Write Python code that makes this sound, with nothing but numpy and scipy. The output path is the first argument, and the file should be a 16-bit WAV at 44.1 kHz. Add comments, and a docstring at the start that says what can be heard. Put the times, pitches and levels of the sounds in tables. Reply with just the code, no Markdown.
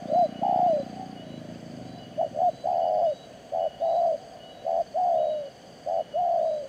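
"""On bare ground at the edge of a wooded hillside a dove coos and purrs, with more doves far off.
A distant one-cylinder engine putters, slows and fades; small birds whistle, trill, chirp and pipe.
Insects buzz in the trees, over soft outdoor air. Voices are gliding tones, the engine is a row of
thumps, and insects and air are shaped noise. Scattered echoes set most sources among the trees."""
import sys
import numpy as np
from scipy import signal
from scipy.fft import rfft, irfft
from scipy.io import wavfile

SR = 44100
rng = np.random.default_rng(int(sys.argv[2]) if len(sys.argv) > 2 else 0)


def generate_wav(sig):
    """Save sig (samples, or channels by samples) to the path in sys.argv[1] as 16-bit PCM at SR."""
    pcm = np.round(np.clip(np.atleast_2d(sig).T, -1, 1) * 32767).astype(np.int16)
    wavfile.write(sys.argv[1], SR, pcm)


N = 294588
TIME = np.arange(N) / SR   # seconds

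# colour of the open air, relative: (f/Hz, level per Hz/dB)
AIR_COLOUR = [(20, -41), (45, -15.5), (60, -5.5), (80, -11), (150, -2), (240, -2.5), (340, -8.5),
              (560, -0.5), (950, -16), (1250, -20), (1650, -16), (2600, -23.5), (3800, -29), (5500, -32),
              (8500, -37.5), (10500, -45.5), (15000, -40.5)]
# steady insect chorus, one row per resonance: (f/Hz, width/Hz, level/dB)
CHORUS_BANDS = [(3096, 465, -64), (4580, 436, -65), (6340, 800, -72), (9090, 820, -78)]
# resonances of the insect buzz: (f/Hz, width/Hz, relative level/dB)
BUZZ_RESONANCES = [(6290, 510, 3), (7770, 510, -0.5)]
# murmur of far doves, joined by straight lines: (t/s, relative level/dB, f/Hz)
FAR_DOVE_PATH = [(0, -40, 670), (.94, -46.5, 699.7), (1.01, -40, 766), (1.08, -51, 750), (1.3, -45.5, 621),
                 (1.6, -50.5, 629), (1.8, -48, 679), (3.3, -49, 670), (4.4, -46, 666), (5.55, -54, 702.4),
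                 (6.68, -55, 658.4)]
# thin notes of the piping bird: (t/s, length/s, relative level/dB)
PIPED_NOTES = [(0.296, 0.03, -58), (0.341, 0.071, -55), (0.452, 0.061, -58), (0.668, 0.042, -58),
               (1.158, 0.08, -55), (1.324, 0.033, -62), (1.987, 0.083, -56), (2.205, 0.028, -57.5),
               (2.248, 0.043, -62), (2.812, 0.078, -56.5), (3.059, 0.05, -56.5), (3.596, 0.112, -56.5),
               (3.717, 0.062, -56.5), (4.401, 0.12, -55), (5.182, 0.049, -56.5), (5.298, 0.09, -57),
               (5.452, 0.041, -60), (5.988, 0.041, -57.5), (6.119, 0.07, -57)]
# runs of the trilling bird: (start t/s, end t/s)
TRILL_RUNS = [(0, 0.28), (.559, 1.15), (1.507, 2.08), (2.48, 3.179), (3.801, 4.36), (4.68, 5.101), (5.4, 6),
              (6.327, 7.5)]
# notes of the whistling bird: (start t/s, held f/Hz, level/dB)
WHISTLE_NOTES = [(0.053, 4000, -51), (.623, 3990, -54.5), (1.185, 3940, -57), (1.795, 3960, -56.5),
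                 (2.425, 3964, -55.5), (3.04, 3880, -52.5), (3.783, 3920, -52.5), (4.415, 3905, -57),
                 (5.12, 3855, -53), (6.375, 3915, -55.5)]
# engine exhaust: (t/s, level/dB, share of hillside echo/0-1)
ENGINE_PATH = [(0, -42.5, 0.1), (.28, -42, 0), (.62, -39.5, 0), (1.1, -45, 0.43), (1.52, -41.5, 0.47),
               (1.62, -44.5, 0.32), (1.84, -43, 0.84), (2.3, -48, .8), (3.0, -54.5, 0.8), (4.5, -67, 0.99)]
# engine speed: (t/s, firings per second/Hz)
ENGINE_SPEED = [(0.0, 29.7), (0.35, 30.1), (0.62, 28.9), (0.92, 30.63), (1.15, 29.67), (1.35, 26.68),
                (1.6, 28.89), (2.05, 21.77), (2.6, 16.5)]
# notes of the near dove: (start t/s, length/s, pitch rise/s, pitch fall/s,
#   bend of the fall (under 1 = steep at first), top f/Hz, sag before the fall/Hz, end f/Hz,
#   level/dB, attack/s, fade during the fall/dB, first flutter rate/Hz, last flutter rate/Hz,
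#   purr from/s into the note, purr until/s into the note, purr depth/0-1, depth outside the purr/0-1)
COO_NOTES = [(.064, 0.21, 0.12, 0.05, 1.1, 731.5, 35, 527, -15.5, .083, 14, 62.3, 69.8, 0.0058, .088, .86, .06),
             (.409, .42, 0.025, 0.16, .58, 799, 69, 557, -17, 0.024, 8.5, 57.54, 70.1, 0.0029, 0.21, 0.79, 0.1997),
             (2.171, 0.12, 0.046, 0.067, .7, 748.5, 3.85, 573, -18.5, 0.026, 26, 55, 67.7, .034, .11, 0.86, 0.21),
             (2.326, .18, 0.093, 0.025, 1.17, 742.4, 33, 540, -17, .092, 3.5, 69, 73.44, 0.01, 0.1, 0.94, .04),
             (2.634, 0.51, 0.0356, 0.092, 0.67, 755.5, 76, 568, -18, 0.025, 9, 62.1, 106.4, 0.00085, 0.4, .85, 0.2),
             (3.515, .17, 0.038, 0.0258, 0.97, 734, 54, 569.3, -19.5, 0.018, 1, 76.3, 97.2, 0.0036, .153, .97, .15),
             (3.796, 0.37, 0.032, 0.12, 1, 704, 2.17, 605, -18.2, 0.028, 5.5, 117.4, 118.5, 0.0004, 0.19, 0.59, 0.39),
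             (4.644, .183, .034, .02, 0.85, 723, 37, 559, -19, .024, 2, 68.8, 94, 0.00096, .15, 0.93, .05),
             (4.937, 0.56, 0.0459, .35, .85, 742.6, 37, 559.5, -18.5, 0.026, 17.5, 68, 73.9, 0.12, .37, 0.45, .2),
             (5.856, 0.17, 0.033, 0.036, 1.26, 716.6, 18.3, 589.3, -20, 0.017, 1, 82.1, 93.8, 0.0049, 0.15, 0.94, 0.76),
             (6.132, 0.55, 0.059, 0.31, 1.05, 736.6, 43, 563, -19, 0.025, 15.8, 65.15, 63.23, 0.13, 0.33, 0.52, .33)]

AIR_DB = -49
FIRST_BUZZ_S, BUZZ_EVERY_S, BUZZ_S = -.28, .815, .61   # evenly spaced bursts
FIRST_CHIRP_S, CHIRP_EVERY_S, CHIRP_DB = .335, .595, -58
TRILL_DB, WHISTLE_S = -63.5, .225
START_HZ = 561.4   # every coo starts here, before the purr pulls its pitch down
SWELL_DB = 2.5   # each coo grows by this much until its fall
RELEASE_S = .013   # the throat shuts
PURR_FADE_S, TREMOR_HZ = .022, 64   # the purr gives way to a shallower tremor
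PURR_DRAG_HZ, PURR_LOSS_DB = 45.26, 2   # a full purr lowers pitch and loudness by this much
QUAVER_HZ, QUAVER_GROWS_S = 12.2, .22   # a coo's quaver grows to full over this time
CUTOFF_HZ = 15500


def from_db(db):
    """Turn decibels into gain."""
    return 10 ** (np.asarray(db) / 20)


def rms_one(x):
    """Scale to unit power."""
    return x / np.sqrt(np.mean(x ** 2) + 1e-20)


def in_time(rows):
    """Give one curve per column after the first, joining the rows by straight lines."""
    t, *columns = np.transpose(rows)
    return [np.interp(TIME, t, column) for column in columns]


def band(x, low_hz, high_hz, order=2):
    """Keep the sound between two frequencies."""
    edges_hz = [max(low_hz, 10), min(high_hz, .45 * SR)]
    sos = signal.butter(order, edges_hz, "band", fs=SR, output="sos")
    return signal.sosfilt(sos, x + 1e-18)


def hiss(hz, width_hz):
    """Make noise in one resonance, at unit power."""
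    return rms_one(band(rng.standard_normal(N), hz - width_hz / 2, hz + width_hz / 2))


def drift(rate_hz):
    """Wander smoothly at random with a spread of 1, faster for a higher rate."""
    r = np.exp(-40 * np.pi * rate_hz / SR)
    # worked out at every 20th sample; the first 2000 values let the filter settle
    noise = rng.standard_normal(N // 20 + 2002)
    slow = signal.lfilter([1], [1, -2 * r, r * r], noise)[2000:]
    return np.interp(np.arange(N) / 20, np.arange(len(slow)), rms_one(slow))


def turns(hz):
    """Count the cycles completed at a changing frequency."""
    return np.cumsum(hz) / SR


def woods(x, t60):
    """Trunks and slopes scatter thin echoes that die by 60 dB in t60 seconds."""
    t = TIME[:SR]
    scattered = rng.standard_normal(SR) * (rng.random(SR) < 900 / SR)   # about 900 echoes
    echoes = scattered * (t > .015) * from_db(-60 * t / t60)
    return signal.fftconvolve(x, echoes / np.sqrt(np.sum(echoes ** 2)))[:N]


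def air(engine_hiss_db=-17, hiss_hz=1700, hiss_width_hz=1700):
    """Coloured noise gives a soft rumble and hiss; the engine's own hiss sinks as it slows and fades."""
    hz, db = np.transpose(AIR_COLOUR)
    bin_hz = np.arange(N // 2 + 1) * SR / N
    colour = from_db(np.interp(np.log(bin_hz + 1), np.log(hz), db))
    steady = from_db(AIR_DB) * rms_one(irfft(rfft(rng.standard_normal(N)) * colour, N))
    rate, level_db = in_time(ENGINE_SPEED)[0], in_time(ENGINE_PATH)[0]
    engine_level = from_db(level_db + engine_hiss_db) * (rate / rate.max()) ** 2
    return steady + engine_level * hiss(hiss_hz, hiss_width_hz)


def insects(buzz_db=-69, climb_hz=300, throb_hz=57, throb_depth=0.098):
    """A throbbing noise swells and climbs in bursts, low between them, over a steady chorus."""
    age = (TIME - FIRST_BUZZ_S) % BUZZ_EVERY_S
    part = age / BUZZ_S * (age < BUZZ_S)   # 0 to 1 through a burst, 0 between bursts
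    swell = np.interp(part, [0, .3, .85, 1], [0.35, 0.74, 0.77, 0.2])
    resonances = sum(from_db(db) * hiss(hz, width) for hz, width, db in BUZZ_RESONANCES)
    # this slides all the frequencies up together
    climb = np.exp(2j * np.pi * turns(climb_hz * (part - .5)))
    buzz = np.real(climb * signal.hilbert(resonances))
    throb_phase = 2 * np.pi * turns(throb_hz * (1 + .03 * drift(5.8)))
    throb = 1 + throb_depth * np.sin(throb_phase)
    chorus = sum(from_db(db) * hiss(hz, width) for hz, width, db in CHORUS_BANDS)
    return from_db(buzz_db) * swell * buzz * throb + chorus


def far_doves(flutter_hz=66, depth=1.0, wander=0.0254, gain_db=-1):
    """A fluttering tone with wandering pitch makes a purr from far away, blurred by the trees."""
    level_db, pitch = in_time(FAR_DOVE_PATH)
    flutter = turns(flutter_hz * (1 + 0.1655 * drift(26)))
    purr = 1 + depth * np.sin(2 * np.pi * flutter)
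    voice = purr * np.sin(2 * np.pi * turns(pitch * (1 + wander * drift(31.7))))
    return from_db(level_db + gain_db) * rms_one(voice + woods(voice, t60=0.64))


def piper(hz=1463, waver_hz=8, gain_db=3, edge_s=0.011, fundamental_db=-14, thread_db=-69, echo_db=-6):
    """Short notes on one pitch, strongest in their octave, over a faint wavering thread of that tone."""
    level = np.zeros(N)
    for start, length, db in PIPED_NOTES:
        inside_s = length / 2 - abs(TIME - start - length / 2)   # time from the nearer end
        level += from_db(db + gain_db) * np.clip(.5 + inside_s / edge_s, 0, 1)
    level = level + from_db(thread_db + 2.9 * drift(11))
    phase = 2 * np.pi * turns(hz + waver_hz * drift(40.8))
    notes = level * (np.sin(2 * phase) + from_db(fundamental_db) * np.sin(phase))
    return notes + from_db(echo_db) * woods(notes, t60=1.0)


def chirper(count=6, length_s=0.069, low_hz=2400, high_hz=3300, echo_db=-8):
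    """A rising, quavering tone makes quick chirps at an even pace, deep in the trees, then stops."""
    out = np.zeros(N)
    for start in FIRST_CHIRP_S + CHIRP_EVERY_S * np.arange(count):
        part = np.clip((TIME - start) / length_s, 0, 1)
        hz = low_hz + (high_hz - low_hz) * part + 130 * np.sin(5 * np.pi * part)
        out += from_db(CHIRP_DB) * np.sin(np.pi * part) * np.sin(2 * np.pi * turns(hz))
    return out + from_db(echo_db) * woods(out, t60=0.48)


def triller(chips_hz=18.6, centre_hz=4690, sweep_hz=120, rasp_hz=160, echo_db=-6):
    """Runs of quick, falling chips grow louder, raspy from a jittery pitch and smeared by distance."""
    chip = turns(chips_hz * (1 + .02 * drift(3))) % 1   # 0 to 1 through each chip
    level = np.zeros(N)
    for start, end in TRILL_RUNS:
        points = [start - .03, start, (start + end) / 2, end - .02, end]
        level += np.interp(TIME, points, [0, 0.72, 0.97, 0.99, 0])
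    hz = centre_hz + sweep_hz * (2 - 4 * chip) + rasp_hz * drift(200)
    shape = np.sin(np.pi * chip) ** 2 * (1 + .5 * np.cos(6 * np.pi * chip + np.pi))
    song = level * rms_one(shape * np.sin(2 * np.pi * turns(hz)))
    return from_db(TRILL_DB) * (song + from_db(echo_db) * woods(song, t60=.5))


def whistler(start_hz=3250, waver_hz=18, flick_hz=60, glide_s=.028, echo_db=-9):
    """Each whistle slides up faintly, swells on a held pitch and ends with an upward flick."""
    out, waver = np.zeros(N), waver_hz * drift(43)
    for start, held_hz, level_db in WHISTLE_NOTES:
        now = (TIME >= start) & (TIME < start + WHISTLE_S)
        age = TIME[now] - start
        part = age / WHISTLE_S
        slide = (held_hz - start_hz) / (1 + (age / glide_s) ** 3)   # still to climb
        hz = held_hz - slide + flick_hz * part ** 14 + waver[now]
        swell = np.interp(part, [0, .1, .22, .5, .92, 1], [0, .45, .22, .7, 1, 0])
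        out[now] += from_db(level_db) * swell * np.sin(2 * np.pi * turns(hz))
    return out + from_db(echo_db) * woods(out, t60=1.0)


def engine(low_hz=150, high_hz=305, uneven_db=1.5, rasp_db=-12, boom_hz=126, echo_s=0.01174, tail_db=-13):
    """Each firing is one dull exhaust thump; the hillside sends it back, deeper, a little later."""
    level_db, echo = in_time(ENGINE_PATH)
    # one click each time a firing is completed
    firing = np.diff(np.floor(turns(in_time(ENGINE_SPEED)[0]) + .36), prepend=0)
    firing = firing * from_db(uneven_db * drift(27))
    thump = -rms_one(band(band(firing, low_hz, high_hz), 63, 370))
    rasp = rms_one(band(firing, 320, 650, order=3))
    # the louder the engine, the raspier it is
    direct = thump + from_db(rasp_db + level_db - level_db.max()) * rasp
    deeper = thump - rms_one(band(firing, boom_hz - 17, boom_hz + 17))
    delay_s = echo_s * (1 + 0.078 * drift(1.5))
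    late = np.interp(TIME - delay_s, TIME, deeper)
    heard = direct + echo * late + from_db(tail_db) * woods(direct, t60=1.0)
    return from_db(level_db) * heard / np.sqrt(1 + echo ** 2)


def coo_controls():
    """Each note slides up, sags as it swells, then falls and fades; part of it breaks into a purr."""
    pitch, loudness = np.full(N, float(START_HZ)), np.zeros(N)
    rate, depth = np.full(N, float(TREMOR_HZ)), np.zeros(N)
    quaver = QUAVER_HZ * drift(35)
    for (start, length, rise, fall, bend, top_hz, sag_hz, end_hz, level_db, attack, fade_db,
         first_rate, last_rate, purr_from, purr_until, purr_depth, calm_depth) in COO_NOTES:
        now = (TIME >= start) & (TIME < start + length)
        age = TIME[now] - start
        crest = max(length - fall, rise)   # when the fall begins
        swelling = np.minimum(age / crest, 1)
        falling = np.clip((age - crest) / fall, 0, 1)
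        held_hz = np.interp(age, [0, rise, crest], [START_HZ, top_hz, top_hz - sag_hz])
        quavering = quaver[now] * np.minimum(age / QUAVER_GROWS_S, 1) * (1 - falling)
        pitch[now] = held_hz + (end_hz - held_hz) * falling ** bend + quavering
        gate = np.clip(np.minimum(age / attack, (length - age) / RELEASE_S), 0, 1)
        loudness[now] = gate * from_db(level_db + SWELL_DB * (swelling - 1) - fade_db * falling ** 2)
        purring = np.clip(.5 + np.minimum(age - purr_from, purr_until - age) / PURR_FADE_S, 0, 1)
        purr_rate = np.interp(age, [purr_from, purr_until], [first_rate, last_rate])
        rate[now] = purring * purr_rate + (1 - purring) * TREMOR_HZ
        depth[now] = purring * purr_depth + (1 - purring) * calm_depth
    return pitch, loudness, rate, np.clip(depth, 0, 1)


def dove(jitter=.032, uneven=0.2117, rise=0.32, sag=.13, waver=0.0097, second_db=-52, third_db=-58):
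    """A nearly pure tone, chopped into a purr by a fluttering valve in the throat."""
    pitch, loudness, rate, depth = coo_controls()
    # a shallow flutter is less regular than a full one, and each note starts it afresh
    flutter = turns(rate * np.exp(jitter * (5 - 4 * depth) * drift(40)))
    flutter = flutter - np.maximum.accumulate(flutter * (loudness == 0))
    depth = np.clip(depth * (1 + uneven * (3 - 2.696 * depth) * drift(66)), 0, 1)
    puff, part = flutter.astype(int), flutter % 1   # puff number, and place within it
    shut = np.cos(np.pi * part) ** 2
    # the divisor keeps the average power even at any depth
    opening = (1 - depth * shut) / np.sqrt(1 - depth + 3 / 8 * depth ** 2)
    # the pitch climbs through each puff and sags as the valve closes
    bend = depth * (rise * (part - .5) - sag * (shut - .25))
    hz = (pitch - PURR_DRAG_HZ * depth) * (1 + bend + waver * drift(130))
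    # each closure makes the tone stumble by part of a cycle, more so late in a long, slowly fluttered note
    closure = np.cumsum(np.diff(part > .5, prepend=0) > 0)
    slip = rng.uniform(-.5, .5, N)[closure]
    slip = slip * np.clip(puff / 12, .3, 1) * np.minimum(85 / rate, 1) + .14 * drift(6)
    near_shut = shut ** 4 / np.mean(shut[loudness > .01] ** 4)
    stumble_hz = slip * np.minimum(1.4 * depth, 1) * rate * near_shut
    phase = 2 * np.pi * turns(hz + stumble_hz)
    # the inflated crop passes the fundamental and little else
    voice = band(opening * np.sin(phase), 552, 1500, order=3)
    overtones = from_db(second_db) * np.sin(2 * phase) + from_db(third_db) * np.sin(3 * phase)
    return loudness * from_db(-PURR_LOSS_DB * depth) * (voice + opening * overtones)


def scene(echo_db=-32):
    """Put the near dove, with very little echo, in front of the hillside sounds."""
    background = air() + insects()
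    birds = far_doves() + piper() + chirper() + triller() + whistler()
    coo = dove()
    near = coo + from_db(echo_db) * woods(coo, t60=0.96)
    return (background + birds + engine() + near)[None]


def record(dry):
    """Cut the highest treble steeply."""
    return signal.sosfilt(signal.ellip(10, .1, 80, CUTOFF_HZ, fs=SR, output="sos"), dry)


dry = scene()
out = record(dry)
generate_wav(out)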